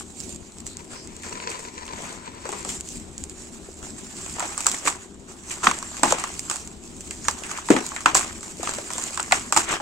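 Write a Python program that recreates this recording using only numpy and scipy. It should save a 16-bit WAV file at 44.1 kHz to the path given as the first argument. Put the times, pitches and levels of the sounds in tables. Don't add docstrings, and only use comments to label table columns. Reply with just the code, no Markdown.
import sys
import numpy as np
from scipy import signal
from scipy.fft import rfft, irfft, next_fast_len
from scipy.io import wavfile
from scipy.ndimage import uniform_filter1d, map_coordinates

SR = 44100
rng = np.random.default_rng(int(sys.argv[2]) if len(sys.argv) > 2 else 0)


def store_pcm(level_fs):
    pcm = np.round(np.clip(level_fs, -1, 1) * 32767).astype(np.int16)
    wavfile.write(sys.argv[1], SR, np.atleast_2d(pcm).T)


def volts_from_decibels(level):
    exponent = np.asarray(level, float) / 20
    return 10 ** exponent


N = 432621

# t/s, knock level/dB, knock pitch f/Hz, crack level/dB, debris level against the snap/dB
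SNAPPING_LUMPS = [(1.234, -33, 1850, -33, -6), (1.378, -31, 1990, -44, -25), (1.401, -22.5, 2100, -44, -31),
                  (1.493, -37.5, 448, -34.5, -0.5), (1.514, -28, 2370, -40, -6.5),
                  (1.592, -33, 476, -30, -12), (1.879, -26.5, 2470, -34, -18), (2.454, -30, 1300, -37, -5),
                  (2.491, -23, 830, -27, -18), (2.526, -23, 950, -36, -8.5), (2.649, -21, 790, -24.5, -14),
                  (2.691, -29, 2940, -25, -7), (4.384, -27.5, 970, -50, -2), (4.396, -19, 1120, -18, -35),
                  (4.404, -15, 1150, -22, -15), (4.425, -18, 720, -46, -8.5),
                  (4.578, -22.5, 1040, -18.5, -11.5), (4.606, -22.5, 1130, -19.5, -22),
                  (4.659, -20, 1300, -24, -11), (4.667, -10, 1230, -6, -19), (4.744, -19, 1710, -25.5, -19),
                  (4.854, -24, 516, -23, -8), (4.874, -4, 1046, -14.5, -19), (4.88, -10, 1005, -13, -34),
                  (5.507, -42, 2500, -39.5, 9.5), (5.62, -32, 1090, -41, -11), (5.632, -21, 1170, -34, -5),
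                  (5.636, -16, 1150, -26, -9), (5.643, -15, 1200, -18, -20), (5.647, -18, 1020, -26, -24),
                  (5.653, -28, 1100, -35, -17), (5.6697, 5, 1072, -33, -26), (5.6716, -10, 920, -36, -23),
                  (5.684, -26, 1110, -28, -33), (5.689, -13, 1150, -27, -28), (5.693, -22, 1010, -33, -28),
                  (5.713, -9.5, 1036, -16.5, -51), (5.827, -21, 990, -22.5, -32),
                  (6.033, -1, 896, -10, -13.5), (6.123, -12.5, 1080, -9.5, -36),
                  (6.124, -6.5, 573, -32, -17.5), (6.239, -11, 1125, -18.5, -24),
                  (6.499, -16.5, 1140, -13.5, -22), (6.512, -15.5, 1140, -18.5, -16.5),
                  (6.559, -23, 1090, -22.5, -24), (7.109, -25, 2240, -22.5, -15.5),
                  (7.251, -30, 1530, -31, -11), (7.284, -4, 990, -8, -24), (7.436, -26.5, 2240, -30, -7.5),
                  (7.513, -23, 1100, -36, -23), (7.575, -25, 1540, -29, -13.5), (7.586, -24, 870, -36, -28),
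                  (7.687, -13.5, 945, -25, -15), (7.704, -16, 1980, -16, -9),
                  (7.704, -3, 505, -14.5, -13.5), (7.764, -8.5, 1125, -25, -24),
                  (7.765, -11.5, 1780, -30, -17.5), (7.918, -21.5, 1040, -47, -14),
                  (7.963, -17, 1830, -25, -14), (8.007, -26, 1120, -27, -19),
                  (8.059, 1.5, 1200, -14.5, -16), (8.147, -14, 1320, -9, -16.5),
                  (8.151, -7, 1040, -7, -12.5), (8.17, -16, 1110, -26, -28), (8.21, -17, 1045, -30, -30),
                  (8.43, -28.5, 1170, -28, -14.5), (8.631, -19.5, 670, -19, -19),
                  (8.673, -12.5, 1216, -35, -22), (8.737, -27, 1110, -22.5, -13),
                  (8.785, -16.5, 547, -28, -22), (8.904, -19.5, 1040, -26, -16),
                  (8.982, -21, 960, -20.5, -12.5), (9.175, -12.5, 1040, -18.5, -21),
                  (9.197, -11, 1240, -25, -18.5), (9.311, -15.5, 1200, -38, -11),
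                  (9.3221, 0.5, 1940, -11, -19.5), (9.325, -2.5, 726, -34, -28), (9.524, -7, 1125, -9, -17),
                  (9.564, -8, 1120, -13.5, -7), (9.574, -8, 830, -6.5, -41), (9.712, -28, 590, -23, -6.5),
                  (9.8, -23.5, 900, -49, -3.5)]
# t/s, level/dB, pitch f/Hz, length/cycles
FLOOR_THUDS = [(2.455, -23, 500, 3.2), (2.49, -22, 384, 2.9), (2.526, -25, 376, 2.4), (2.55, -29, 430, 2.4),
               (2.648, -28, 362, 2), (2.673, -26.5, 410, 3.1), (3.686, -29, 420, 3.3),
               (5.675, -15, 235, 2.7), (6.031, -6, 274, 1.76), (7.693, -19, 330, 1.5),
               (7.7029, 6, 308, 2.05), (7.706, -11, 194, 3.1), (7.737, -7.5, 466, 2.3),
               (7.762, -15.5, 255, 4), (7.783, -19, 270, 2.3), (7.81, -17, 350, 2), (8.597, -19, 368, 2.1),
               (8.783, -21, 440, 2.4)]
# t/s, crack level/dB
GRAIN_CLICKS = [(0.203, -25), (0.347, -32), (0.361, -29), (0.585, -30), (0.604, -30), (0.667, -22.5),
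                (0.77, -25), (1.074, -31), (1.166, -29), (1.502, -25), (1.866, -34), (2.809, -22),
                (2.889, -26), (3.18, -24.5), (3.239, -23), (3.297, -28), (4.297, -23), (4.636, -28),
                (4.716, -13), (4.748, -23), (4.766, -28), (4.776, -28), (5.583, -33), (5.788, -22.5),
                (6.186, -28), (6.199, -24), (6.277, -28), (6.394, -13.5), (6.675, -25), (7.89, -24),
                (8.935, -20), (9.024, -21), (9.039, -19.5), (9.107, -28), (9.158, -29), (9.203, -18.5),
                (9.229, -20), (9.691, -23)]
# t/s, crunch of crumbs level/dB, trickle of fine grit level/dB
POWDER_FLOW = [(0.0, -59.5, -48), (1.2, -57.5, -48.5), (1.42, -53, -43), (2.4, -50, -51),
               (2.59, -45, -35.5), (2.73, -58, -62), (3.19, -56, -46), (3.85, -57, -47), (4.78, -42, -37),
               (5.03, -51.5, -47.5), (5.2, -66, -56), (5.4, -51.5, -46.5), (5.68, -41.5, -39),
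               (6.09, -41.5, -37), (6.39, -52, -38), (6.75, -58, -49), (7.1, -57, -41.5),
               (7.46, -42.5, -42.5), (8.17, -52, -42), (8.44, -50.5, -42), (8.91, -44.5, -38.5),
               (9.4, -46, -37.5), (9.81, -57, -50.5)]
# t/s of the peak, crumbs level/dB, grit level/dB, length/s
POWDER_SQUEEZES = [(0.0, -44, -39, 0.021), (0.22, -73, -39, 0.091), (0.68, -63, -44, 0.036),
                   (0.938, -45, -44, 0.038), (1.296, -46, -43.5, 0.084), (2.012, -40, -40, 0.11),
                   (2.702, -52, -35.5, 0.08), (2.908, -73, -37.5, 0.089), (3.412, -72, -44, 0.05),
                   (3.844, -42.5, -39, 0.03), (4.243, -46.5, -41, 0.37), (4.687, -43, -36, 0.062),
                   (4.871, -30.5, -29, 0.032), (5.304, -49, -46, 0.04), (5.67, -33, -29.5, 0.033),
                   (6.087, -28, -29, 0.032), (6.15, -35, -54, 0.14), (6.52, -45, -39.5, 0.11),
                   (7.273, -48, -36.5, 0.046), (7.53, -37, -36.5, 0.056), (7.707, -53, -37, 0.066),
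                   (7.865, -46.5, -38, 0.056), (8.184, -36, -47, 0.1), (8.668, -32.5, -35, 0.076),
                   (8.987, -41, -35.5, 0.11), (9.341, -34, -26.5, 0.027), (9.703, -26.5, -38, 0.054)]
# t/s, left against right level/dB
HAND_PLACE = [(0, 3.5), (0.2, -7), (0.55, 1.5), (1.4, 1.5), (2.6, 2.5), (3.2, -2), (4.0, -1.5), (4.9, -0.5),
              (5.5, -1.5), (6.2, 0), (6.5, -1.5), (7.0, 0), (7.45, -1), (8.1, 0), (9.2, -1), (9.81, -0.5)]
# t/s, level/dB
DRAG_LEVEL = [(0.75, -56), (0.8, -47.5), (0.87, -66), (0.95, -48.5), (1.05, -56), (1.2, -51), (1.26, -44),
              (1.4, -40), (1.45, -41.5), (1.64, -45), (2.08, -47.5), (2.24, -48.5), (2.42, -48),
              (2.59, -44), (2.76, -60), (2.85, -69)]
# t/s, level/dB, centre f/Hz, length/s
GLOVE_SWISHES = [(0.72, -49.5, 4200, 0.044), (0.99, -46.5, 5100, 0.071)]
# f/Hz, relative level per Hz/dB
CRUMB_COLOUR = [(190, -13.5), (330, 2.5), (508, -13), (699, -3.5), (1110, -1), (1590, -3), (2710, -5),
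                (5000, -18), (6500, -10), (11000, -120)]
# f/Hz, relative level per Hz/dB
WALL_COLOUR = [(250, -23), (600, -5), (1100, 3.5), (2200, -7), (3800, -11), (6000, -17), (11000, -70)]
# f/Hz, relative level per Hz/dB
GRIT_COLOUR = [(1470, -20.5), (2500, -11.5), (2750, -14), (3530, -14.5), (4750, -10.5), (5830, -8.5),
               (6600, -4), (7600, 1), (8620, -7), (9700, -19.5), (14100, -31.5), (15800, -32), (16500, -90)]
# f/Hz, relative level per Hz/dB
SURFACE_COLOUR = [(240, -38), (400, -3.5), (463, -2), (798, -16), (890, -0.5), (960, 5), (1040, 5.5),
                  (1090, -9), (1330, -10), (1580, -8.5), (2340, -6.5), (3250, -16.5), (4570, -10),
                  (5060, -18), (6000, -10.5), (7800, -22), (13200, -120)]
# f/Hz, relative level per Hz/dB
ROOM_COLOUR = [(12, -36), (20, -4), (38, -9), (79, -1), (118, -11.5), (168, -6.5), (250, -3), (280, -8),
               (382, -5), (466, -16.5), (793, -19.5), (1030, -22.5), (1840, -32.5), (4000, -29.5),
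               (5200, -50), (8800, -120)]
# f/Hz, likeness (1 = the same, 0 = unrelated)
LEFT_RIGHT_LIKENESS = [(30, 0.65), (120, 0.81), (240, 0.98), (480, 0.58), (950, 0.23), (1890, 0.015),
                       (3770, 0.0082), (7520, 0.74), (15000, 0.73)]
# f/Hz, left against right level/dB
MICROPHONE_TILT = [(60, 3.5), (180, 5.5), (550, 4), (1650, 1), (4970, -0.5), (15000, -4.5)]


def lumps():
    knocks = np.zeros((2, N + SR))
    low, high, spill, hard = np.zeros((4, N))
    for s, knock_db, hz, crack_db, debris_db in SNAPPING_LUMPS:
        at = round(s * SR)
        cycles = 4.02 * (hz / 1000) ** 0.41
        knocks[:, at:at + SR // 4] += volts_from_decibels(knock_db) * knock(hz, cycles, debris_db, rattle_s=0.021)
        low[at], high[at], spill[at] = volts_from_decibels(knock_db), volts_from_decibels(crack_db), volts_from_decibels(debris_db)
    for s, crack_db in GRAIN_CLICKS:
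        hard[round(s * SR)] = volts_from_decibels(crack_db)
    for s, db, hz, cycles in FLOOR_THUDS:
        at = round(s * SR)
        knocks[:, at:at + SR // 4] += volts_from_decibels(db) * knock(hz, cycles, rattle_db=-18.0, rattle_s=0.031)
    patter = 0.66 + 0.63 * unit(fading(spikes(rate=370, spread_db=2.0), t60=0.015))

    body = noise(WALL_COLOUR, 0.26 * fading(low, t60=0.032))
    body = body + noise(CRUMB_COLOUR, 0.36 * patter * shower(low * spill, t60=0.3))
    taps = crumbs(rate=350, centre_hz=1080, octaves=0.595, cycles=5.7, spread_db=14.0)
    body = body + 0.22 * shower(low * spill, t60=0.36) * taps

    creak = 0.12 * fading(high[::-1], t60=0.005)[::-1]
    sharp = 0.63 * uniform_filter1d(fading(high, t60=0.0055), size=15, origin=7)
    tail = 0.24 * fading(high, t60=0.027)
    debris = 1.13 * patter * shower(high * spill, t60=0.25)
    crack = noise(GRIT_COLOUR, creak + sharp + tail + debris)
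    dust = volts_from_decibels(-16) * fading(hard, t60=0.06)
    crack = crack + noise(GRIT_COLOUR, 0.66 * fading(hard, t60=0.0058) + dust)

    ticks = 4.2 * high + 4.4 * hard
    snap = filtered(np.array([ticks, np.roll(ticks, 2)]), lambda hz: unit(volts_from_decibels(along(GRIT_COLOUR, hz))))
    return placed(knocks[:, :N] + body + crack + snap, *curves(HAND_PLACE))


def knock(hz, cycles, rattle_db, rattle_s):
    t = np.arange(SR // 4) / SR
    turns = hz * (t + 0.00054 * (1 - np.exp(-t / 0.00086)))
    swell = (1 - np.exp(-turns / 1.6)) * np.exp(-(turns / cycles) ** 1.96)
    phase = 2 * np.pi * (turns + np.array([[0], [rng.choice([-.25, .25])]]))
    partner = 0.4 * np.sin(rng.uniform(1.39, 2.21) * phase + 2 * np.pi * rng.random())
    band = signal.butter(2, [hz / 1.46, hz * 1.255], "bandpass", fs=SR)
    rattle = unit(signal.lfilter(*band, rng.standard_normal((2, len(t)))))
    rattle = rattle * (1 - np.exp(-turns / 0.38)) * np.exp(-t / rattle_s)
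    tone = [[1], [.55]] * swell * (np.sin(phase) + partner)
    return tone + volts_from_decibels(rattle_db) * rattle


def shower(kicks, t60):
    return fading(kicks, t60) - 0.45 * fading(kicks, t60=0.098)


def powder():
    crunch_db, trickle_db = handling()
    clumps_db = 0.5 * wobble(39) + 1.4 * wobble(45)
    bursts = unit(fading(spikes(rate=99, spread_db=7.5), t60=0.066))
    crunch = noise(CRUMB_COLOUR, 0.71 + 0.2 * bursts)
    crunch = crunch + 0.63 * crumbs(rate=250, centre_hz=1405, octaves=1.4, cycles=0.85, spread_db=10.5)
    ticks = unit(fading(spikes(rate=200, spread_db=9.5), t60=0.0097))
    trickle = noise(GRIT_COLOUR, 1.0 + 0.13 * bursts + 0.37 * ticks)
    trickle = trickle + 0.13 * crumbs(rate=160, centre_hz=3700, octaves=1.13, cycles=2.0, spread_db=1.0)
    mix = volts_from_decibels(crunch_db + clumps_db) * unit(crunch)
    mix = mix + volts_from_decibels(trickle_db + clumps_db + 0.93 * wobble(29)) * unit(trickle)
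    return placed(patchy(mix, depth_db=2.0), *curves(HAND_PLACE))


def handling():
    t = np.arange(N) / SR
    power = volts_from_decibels(np.array(curves(POWDER_FLOW))) ** 2
    rise_share, roundness = 0.5, 2.26
    for s, crumbs_db, grit_db, length in POWDER_SQUEEZES:
        near = slice(max(0, round((s - .5) * SR)), round((s + .5) * SR))
        u = (t[near] - s) / length
        swell = np.exp(-np.abs(np.where(u < 0, u / rise_share, u)) ** roundness)
        power[:, near] += volts_from_decibels([[crumbs_db], [grit_db]]) ** 2 * swell
    return 10 * np.log10(power)


def crumbs(rate, centre_hz, octaves, cycles, spread_db):
    draw = rng.random((int(rate * N / SR), 4))
    start = (draw[:, :1] * N).astype(int)
    hz = centre_hz * 2 ** (octaves * (draw[:, 1:2] + draw[:, 2:3] - 1))
    size = volts_from_decibels(-spread_db * np.log(draw[:, 3:] + .16))
    k = np.arange(600)
    phase = 2 * np.pi * hz * k / SR
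    body = size * np.exp(-phase / (2 * np.pi * cycles))
    where = (start + k).ravel()
    pair = [np.bincount(where, (body * wave(phase)).ravel(), N + 600)[:N] for wave in (np.sin, np.cos)]
    return unit(np.array(pair))


def drag():
    s, db = np.transpose(DRAG_LEVEL)
    level_db = np.interp(np.arange(N) / SR, s, db, left=-120, right=-120)
    level = volts_from_decibels(level_db + 2.2 * wobble(30))
    catches = unit(fading(spikes(rate=81, spread_db=6.5), t60=0.016))
    near, other = level * unit(noise(SURFACE_COLOUR, 0.58 + 0.41 * catches))
    late = np.pad(near, (19, 0))[:N]
    return np.array([volts_from_decibels(4.5) * near, volts_from_decibels(3.5) * (0.64 * late + 0.5 * other)])


def swishes():
    t = np.arange(N) / SR
    total = np.zeros((2, N))
    for s, db, hz, length in GLOVE_SWISHES:
        band = noise([(hz / 1.8, -40), (hz, 0), (hz * 1.5, -40)])
        total += volts_from_decibels(db) * np.exp(-((t - s) / length) ** 2) * band
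    return total


def room():
    drift_db = 1.1 * wobble(2.5) + 0.9 * wobble(11)
    return placed(volts_from_decibels(-44 + drift_db) * patchy(noise(ROOM_COLOUR), depth_db=1.5), 0)


def unit(x):
    return x / np.sqrt(np.mean(x ** 2) + 1e-20)


def along(points, hz):
    f, v = np.transpose(points)
    return np.interp(np.log(hz + 1), np.log(f + 1), v)


def curves(rows):
    s, *cols = np.transpose(rows)
    return [np.interp(np.arange(N) / SR, s, c) for c in cols]


def filtered(x, response):
    m = next_fast_len(N + 8192)
    return irfft(rfft(x, m) * response(np.fft.rfftfreq(m, 1 / SR)), m)[..., :N]


def noise(spectrum, gate=1):
    return filtered(gate * rng.standard_normal((2, N)), lambda hz: unit(volts_from_decibels(along(spectrum, hz))))


def wobble(rate):
    return map_coordinates(rng.standard_normal(int(N * rate / SR) + 4), [np.arange(N) * rate / SR])


def spikes(rate, spread_db):
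    when, size = rng.random((2, N))
    return (when < rate / SR) * volts_from_decibels(-spread_db * np.log(size + .03))


def fading(kicks, t60):
    return signal.lfilter([1], [1, -volts_from_decibels(-60 / (t60 * SR))], kicks)


def patchy(pair, depth_db):
    z = signal.stft(pair, nperseg=512)[2]
    field = uniform_filter1d(rng.standard_normal(z.shape[1:]), size=7, axis=0)
    field = uniform_filter1d(field, size=7, axis=1)
    return signal.istft(z * volts_from_decibels(depth_db * unit(field)), nperseg=512)[1][:, :N]


def placed(pair, pan_db):
    turn = lambda hz: np.arccos(np.clip(along(LEFT_RIGHT_LIKENESS, hz), -1, 1)) / 2
    mid, side = filtered(pair, lambda hz: np.array([np.cos(turn(hz)), np.sin(turn(hz))]))
    return np.array([(mid + side) * volts_from_decibels(pan_db / 2), (mid - side) * volts_from_decibels(-pan_db / 2)])


def scene():
    return lumps() + powder() + drag() + swishes() + room()


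def roll_off(x):
    return signal.sosfilt(signal.butter(12, 16410, fs=SR, output="sos"), x)


def record(dry):
    x = filtered(dry, lambda hz: volts_from_decibels(np.array([[.5], [-.5]]) * along(MICROPHONE_TILT, hz)))
    x = x / (1 + np.abs(x / .98) ** 12) ** (1 / 12)
    return roll_off(x)


dry = scene()
out = record(dry)
store_pcm(out)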